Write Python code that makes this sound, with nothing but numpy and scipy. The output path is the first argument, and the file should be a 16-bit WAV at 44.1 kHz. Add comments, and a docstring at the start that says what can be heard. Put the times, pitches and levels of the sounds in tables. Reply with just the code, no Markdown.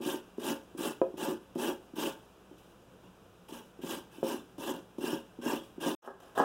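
"""A carrot rasps down a steel box grater on a plate: six strokes, a pause to turn it, seven more. Rows of teeth
catch and tear the flesh, giving a wet crunch on top, a shimmer from the steel face and a hollow thrum from the
box. The carrot adds thumps and small wet ticks; twice the grater rocks on the plate. Then the scene changes:
cabbage is grated further away, light scrapes, then a hard one. Underneath lies the room tone of a small
kitchen, soft air and a faint mains hum."""
import sys
import numpy as np
from scipy import signal
from scipy.fft import rfft, irfft
from scipy.io import wavfile
from scipy.ndimage import uniform_filter1d

SR = 44100
rng = np.random.default_rng(int(sys.argv[2]) if len(sys.argv) > 2 else 0)


def generate_wav(signal):
    """Clip the signal to [-1, 1] and save it as 16-bit WAV at the path in sys.argv[1]."""
    frames = np.transpose(np.atleast_2d(signal))
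    scaled = np.clip(frames, -1, 1) * 32767
    pcm = np.round(scaled).astype(np.int16)
    wavfile.write(sys.argv[1], SR, pcm)


N = 284332
T = np.arange(N) / SR

# carrot strokes, and light brushes as it is turned or lifted; levels are ahead of the layer trims:
# t/s, speed-up/s, slow-down/s, first bite below full push/dB, tear level/dB, thrum level/dB, face level/dB
CARROT_STROKES = [ (0.002, .085, 0.054, 13, -45, -35, -44), (0.392, 0.1, 0.031, 14, -44.5, -32.5, -48),
                  (0.771, 0.084, 0.045, 12, -45, -34, -47.5), (1.169, 0.092, 0.054, 10, -47.5, -34, -48.5),
                  (1.574, 0.089, 0.039, 10.5, -44.5, -31.5, -47),
                  (1.953, 0.093, 0.043, 15.5, -44, -33, -44.5), (2.57, .020, .120, 3, -76, -68, -82),
                  (3.02, 0.024, 0.023, 8, -77, -57, -67), (3.482, 0.063, 0.046, 5, -54, -44.5, -55),
                  (3.812, .120, .034, 15, -47, -38, -48), (4.11, 0.055, 0.073, 6, -64.5, -56, -59.5),
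                  (4.228, 0.074, 0.043, 11.5, -46, -35, -43), (4.592, 0.1, 0.045, 11, -47.5, -33.5, -46.5),
                  (5.004, 0.069, 0.082, 11, -48.5, -36, -44), (5.412, .085, 0.057, 17, -45.5, -31.5, -40),
                  (5.799, 0.086, 0.023, 13.5, -45, -31, -43.5)]
# the carrot lands on the grater or snags on a tooth: t/s, level/dB
CARROT_BUMPS = [(0.002, -32), (0.057, -24), (0.139, -28.5), (0.379, -26), (0.499, -23), (0.746, -35),
                (0.787, -32), (1.137, -32), (1.281, -21.5), (1.322, -28), (1.554, -24.5), (1.722, -37.5),
                (1.933, -36), (1.98, -26.5), (2.509, -42), (3.52, -35), (3.788, -38), (3.833, -27.5),
                (4.18, -38), (4.23, -24), (4.339, -25.5), (4.58, -32.5), (4.737, -32.5), (4.981, -27),
                (5.037, -24), (5.127, -21.5), (5.385, -32.5), (5.459, -22), (5.53, -27), (5.777, -32),
                (5.858, -21)]
# small wet ticks and scrapes as the carrot lands, is handled or sheds shreds: t/s, level/dB
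WET_TICKS = [(0.3763, -50), (1.552, -45), (2.5813, -52.5), (2.631, -63), (2.6903, -57), (3.652, -52),
             (4.385, -55), (4.581, -42), (4.983, -44.5), (5.634, -46), (6.202, -47)]
# the grater's rim strikes the plate: t/s, level/dB, contact/ms
RIM_KNOCKS = [(1.0154, -12, 0.17), (4.2289, -18.5, 0.21)]
# cabbage strokes: t/s, speed-up/s, slow-down/s, first bite below full push/dB, tear level/dB, thrum level/dB
CABBAGE_STROKES = [(6.02, 0.045, 0.032, 13, -66.5, -52.5), (6.2, 0.019, 0.092, -15, -67.5, -56.5),
                   (6.348, 0.011, 0.035, 9, -52.5, -38.5), (6.374, 0.011, 0.047, -12, -47, -27)]
# the cabbage slams into the blades: t/s, level/dB, contact/ms
CABBAGE_JOLTS = [(6.0752, -29.5, 0.17), (6.352, -50, 0.36), (6.376, -21, 0.086), (6.3995, -12, 0.53),
                 (6.438, -38, 0.23)]
# tone curve of tearing flesh: f/Hz, level/dB
TEAR_SPECTRUM = [(550, -6), (900, 9.5), (1300, 2), (1650, -3.5), (2200, -3.5), (2900, 8), (3600, 1.5),
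                 (4400, -1), (5600, -1), (6600, -2.5), (11000, -3), (12300, -5), (15800, -5)]
# the grater's toothed face: f/Hz, width/Hz, level/dB
FACE_MODES = [(850, 40, -8), (950, 63, 1), (1370, 44, -12.5), (1590, 13, -2.5), (1626, 62, -6.5),
              (2675, 41, -0.5), (2873, 30, -0.5), (3050, 37, -1.5), (3270, 24, -2), (3550, 44, -4.5),
              (5490, 43, -6.5), (5770, 60, -14)]
# the steel box, damped by the hand on top: f/Hz, width/Hz, level/dB
BOX_MODES = [(153.6, 28, -15), (164.6, 9.6, -16.5), (238.3, 12.7, -4), (277, 26, -9.5), (297, 22, -4.5),
             (336, 21, 0.5), (368.7, 13, 0), (419.5, 29, -5.5), (546, 10, -1.5), (560.4, 16.6, -11.5),
             (646, 60, -17), (754, 134, -9.5), (835, 15, -21), (889, 41, -8), (1010, 60, -16),
             (1016, 138, -9.5), (1217, 108, -10.5), (1454, 13, -13.5), (1562, 93, -19), (1684, 160, -10.5)]
# the plate on the table: f/Hz, width/Hz, level/dB
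PLATE_MODES = [(168, 34, -35), (245, 20, -27), (280, 15, -23), (337, 29, 2.5), (365, 15, 10),
               (440, 18, -27), (420, 16, 5.5), (533, 14, 15.5), (545, 14, -29), (668, 19, 1.5),
               (980, 50, -25), (943, 66, -32), (990, 28, -9), (1060, 61, -19.5), (1265, 20, -11.5),
               (1497, 58, -41), (1640, 54, -21), (2470, 38, -22), (3000, 830, -24)]
# grater and plate pressed together under the cabbage: f/Hz, width/Hz, level/dB
PRESSED_MODES = [(167, 13, -41), (262.5, 16, 2.5), (378, 21, 2.5), (474, 18, -0.5), (550, 21, -3),
                 (647, 15, 3), (697, 34, -1.5), (742, 17, -2), (833, 42, 1), (935, 24, -9),
                 (1020, 35, -1.5), (1073, 16, -4), (1200, 120, -11), (1280, 29, -3.5), (1270, 26, -15),
                 (1500, 30, -27), (1647, 60, -3), (1600, 45, -23), (1780, 20, -35)]
# tone curve of the kitchen air: f/Hz, level/dB
AIR_SPECTRUM = [(15, -50), (25, -11), (55, -15.5), (86, -12), (123, -5), (148, -14), (184, 0.5),
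                (216, -10.5), (498, -8.5), (618, -13), (1540, -19), (1920, -29), (2870, -23), (4300, -31),
                (15700, -39.5)]
# two hollow dips in the tone: f/Hz, width/Hz, level/dB
TONE_DIPS = [(2156, 116, -17), (4370, 490, -11)]

TOP_HZ = 15830  # upper edge of the treble


def carrot(tear_trim_db=3.5, thrum_trim_db=-1.37, face_trim_db=-2):
    """Downstrokes on the coarse face; the steel rings on a little after the tearing lets go."""
    tear = amp(tear_trim_db) * stroke_envelope(CARROT_STROKES, column=4)
    thrum = amp(thrum_trim_db) * stroke_envelope(CARROT_STROKES, column=5, hold_s=0.0042)
    shimmer = amp(face_trim_db) * stroke_envelope(CARROT_STROKES, column=6, hold_s=0.0087)
    return grating(tear, thrum, shimmer, steel_box(), rows_per_s=140, row_scatter_db=0.5,
                   tear_ms=13, crackle_db=-3, judder_db=-4)


def stroke_envelope(table, column, hold_s=0, contact_s=0.0054, sag_db=4, release_db_per_s=283,
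                    brush_db=-23, brush_fade_db_per_s=62):
    """One layer's gain: each stroke bites, follows the hand's speed, sags, lets go and brushes back up."""
    out = np.zeros(N)
    for stroke in table:
        start, rise_s, slow_s, bite_db = stroke[:4]
        age = T - start
        contact = np.clip(age / contact_s, 0, 1)  # the flesh sinks onto the teeth
        speeding = np.clip(age / rise_s, 0, 1)
        slowing = np.clip((age - rise_s) / slow_s, 0, 1)
        released_s = np.maximum(age - rise_s - slow_s - hold_s, 0)
        push_db = -bite_db * (1 - speeding) ** 2 - sag_db * slowing ** 2 - release_db_per_s * released_s
        effort_db = np.maximum(push_db, brush_db - brush_fade_db_per_s * released_s)
        out = np.maximum(out, contact * amp(stroke[column] + effort_db))
    return out


def grating(tear_gain, thrum_gain, face_gain, body, rows_per_s, row_scatter_db,
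            tear_ms, crackle_db, judder_db):
    """Each row of teeth jerks the box and opens a short tear, in which cells burst by the thousand."""
    rows = catches(rows_per_s, jitter=.45, scatter_db=row_scatter_db, count=3000)
    tearing = unit(convolve(rows, np.exp(-T[:2048] * 1000 / tear_ms)))
    cells = catches(2400, jitter=.9, scatter_db=2.5, count=30000) * rng.choice([-1, 1], N)
    grit = rng.standard_normal(N) + amp(crackle_db) * unit(cells)
    crunch = unit(np.sqrt(np.abs(tearing)) * grit)
    rasp = convolve(unit(shreds(crunch)) * tear_gain, colour(TEAR_SPECTRUM))
    # the box feels the jerks of the rows and the drag of the wet flesh between them
    drag = unit(crunch + amp(judder_db) * unit(rows - rows.mean()))
    return rasp + steel_face(crunch) * face_gain + convolve(drag * thrum_gain, body)


def catches(per_s, jitter, scatter_db, count):
    """Ragged pulses, uneven in timing and size, as teeth bite and let go."""
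    timing, size = rng.standard_normal((count, 2)).T
    at = (np.cumsum(np.exp(jitter * timing)) / per_s * SR).astype(int)
    return np.bincount(at[at < N], amp(scatter_db * size[at < N]), N)


def shreds(crunch, flare_db=2.5, flares_per_s=80, band_count=14):
    """Every shred tears at a pitch of its own, so neighbouring bands flare up separately."""
    spectrum, hz = rfft(crunch), np.fft.rfftfreq(N, 1 / SR)
    centres = np.linspace(0, TOP_HZ, band_count)
    bands = (irfft(spectrum * np.interp(hz, centres, share), N) for share in np.eye(band_count))
    return sum(band * amp(flare_db * wander(flares_per_s)) for band in bands)


def steel_face(crunch, shift_db=6, shifts_per_s=16, bend_s=.0015, bends_per_s=7):
    """Shimmer: the sliding flesh favours one mode, then another, and its weight bends their pitch."""
    out = 0
    for hz, width, db in FACE_MODES:
        mode = resonance(crunch, hz, width)
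        bent = np.interp(T + bend_s * wander(bends_per_s), T, mode)
        out = out + unit(bent) * amp(db + shift_db * np.tanh(wander(shifts_per_s)))
    return unit(out) * np.std(crunch)


def steel_box():
    """The hollow box takes a few milliseconds to speak."""
    return ring(BOX_MODES, swell_s=0.004393)


def wet_ticks(trim_db=-3, decay_s=0.044):
    """Small wet ticks and scrapes as the carrot lands, is handled or sheds shreds."""
    out, tear = np.zeros(N), colour(TEAR_SPECTRUM)
    decay = np.exp(-T[:len(tear)] / decay_s)
    for s, db in WET_TICKS:
        tick = convolve(rng.standard_normal(len(tear)) * decay, tear)
        add(out, s, amp(db + trim_db) * tick / np.abs(tick).max())
    return out


def bumps(contact_ms=1.87):
    """The soft carrot lands on the box with a dull thump."""
    hits = [(s, db, contact_ms) for s, db in CARROT_BUMPS]
    return blows(hits, steel_box(), chatter_db=-1, chatter_s=.022)


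def plate_knocks():
    """The grater rocks and its hard rim rings the plate."""
    return blows(RIM_KNOCKS, ring(PLATE_MODES, swell_s=0.0013), chatter_db=-10, chatter_s=.035)


def cabbage(tear_trim_db=1, thrum_trim_db=-1, face_to_tear_db=-8):
    """The firm cabbage shakes grater and plate together."""
    tear = amp(tear_trim_db) * stroke_envelope(CABBAGE_STROKES, column=4)
    thrum = amp(thrum_trim_db) * stroke_envelope(CABBAGE_STROKES, column=5)
    body = ring(PRESSED_MODES, swell_s=0.0015)
    shredding = grating(tear, thrum, amp(face_to_tear_db) * tear, body, rows_per_s=190,
                        row_scatter_db=4, tear_ms=7, crackle_db=-5.5, judder_db=-4.5)
    return shredding + blows(CABBAGE_JOLTS, body, chatter_db=0.5, chatter_s=0.014)


def blows(hits, body, chatter_db, chatter_s):
    """Each hit rings the body, then chatters as the parts settle; longer contact sounds duller."""
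    out = np.zeros(N)
    for s, db, contact_ms in hits:
        progress = T[:512] * 1000 / contact_ms
        push = progress * np.exp(-4 * progress)
        chatter = rng.standard_normal(4096) * np.exp(-T[:4096] / chatter_s)
        contacts = signal.unit_impulse(len(chatter)) + amp(chatter_db) * chatter / np.linalg.norm(chatter)
        blow = convolve(convolve(body, push), contacts)
        add(out, s, amp(db) * blow / np.abs(blow).max())
    return out


def ring(modes, swell_s, low_cut_hz=170):
    """Unit-energy ring of a body whose decaying modes come into step after swell_s."""
    t = T[:16384]
    partials = sum(amp(db) * width * np.exp(-np.pi * width * t) * np.cos(2 * np.pi * hz * (t - swell_s))
                   for hz, width, db in modes)
    # a small object radiates no deep bass
    low_cut = signal.butter(3, low_cut_hz, "high", fs=SR, output="sos")
    response = signal.sosfilt(low_cut, partials * np.minimum(t / swell_s, 1))
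    return response / np.linalg.norm(response)


def reverb(x, t60_s=0.3, predelay_s=0.0095, damping_hz=5000):
    """Diffuse reflections of a small kitchen, soft in the treble."""
    t = T[:SR // 2]
    onset = np.clip(t / predelay_s - 1, 0, 1)
    tail = rng.standard_normal(len(t)) * np.exp(-np.log(1000) * t / t60_s) * onset
    return convolve(x, signal.lfilter(*signal.butter(1, damping_hz, fs=SR), tail / np.linalg.norm(tail)))


def room_tone(air_db=-58.5, hum_db=-73, hum_hz=59.5):
    """A bed of still kitchen air and faint mains hum."""
    air = convolve(rng.standard_normal(N), colour(AIR_SPECTRUM, size=16384))
    hum = np.sqrt(2) * np.sin(2 * np.pi * hum_hz * T)
    return amp(air_db) * air + amp(hum_db) * hum


def colour(points, size=4096):
    """Unit-energy impulse response that follows a tone curve and rolls off beyond its ends."""
    hz, db = np.transpose(points)
    freqs = np.maximum(np.fft.rfftfreq(size, 1 / SR), 1)
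    skirt = np.minimum(freqs / hz[0], 1) ** 2 * np.minimum(hz[-1] / freqs, 1) ** 2
    curve = amp(np.interp(np.log(freqs), np.log(hz), db))
    cepstrum = irfft(np.log(skirt * curve))
    cepstrum[1:size // 2] *= 2  # minimum phase keeps attacks crisp
    response = irfft(np.exp(rfft(cepstrum[:size // 2], size)))
    return response / np.linalg.norm(response)


def resonance(x, hz, width_hz):
    """One resonant band of a sound."""
    return signal.lfilter(*signal.iirpeak(hz, hz / width_hz, fs=SR), x)


def wander(per_s):
    """Random modulation with a spread near 1."""
    return 1.2 * np.interp(T * per_s, np.arange(2000), rng.standard_normal(2000))


def amp(db):
    """Decibels to gain."""
    return 10 ** (np.asarray(db) / 20)


def unit(x):
    """Scale to rms 1."""
    return x / np.sqrt(np.mean(x ** 2))


def convolve(x, response):
    """Pass a sound through an impulse response."""
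    return signal.fftconvolve(x, response)[:len(x)]


def add(out, s, x):
    """Mix a short sound in at time s."""
    start = int(np.clip(s * SR, 0, N - 1))
    out[start:start + len(x)] += x[:N - start]


def scene(near_reverb_db=-12, far_reverb_db=-3, cut_s=5.95, resume_s=6.017, air_fade_s=0.25):
    """Carrot close and fairly dry; then the scene changes to cabbage further off and roomier."""
    near = plate_knocks() + carrot() + wet_ticks() + bumps()
    far, air = cabbage(), room_tone()
    gate = uniform_filter1d(1. * (T < cut_s), size=64)
    fade_in = np.clip((T - resume_s) / air_fade_s, 0, 1)
    before = (near + amp(near_reverb_db) * reverb(near) + air) * gate
    after = far + amp(far_reverb_db) * reverb(far) + air * fade_in
    return (before + after)[None]


def record(dry):
    """Two hollow dips in the tone, near 2.2 and 4.4 kHz, and a steep cut of the top treble."""
    for hz, width, db in TONE_DIPS:
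        dry = dry - (1 - amp(db)) * resonance(dry, hz, width)
    return signal.sosfilt(signal.ellip(14, .2, 80, TOP_HZ, fs=SR, output="sos"), dry)


dry = scene()
out = record(dry)
generate_wav(out)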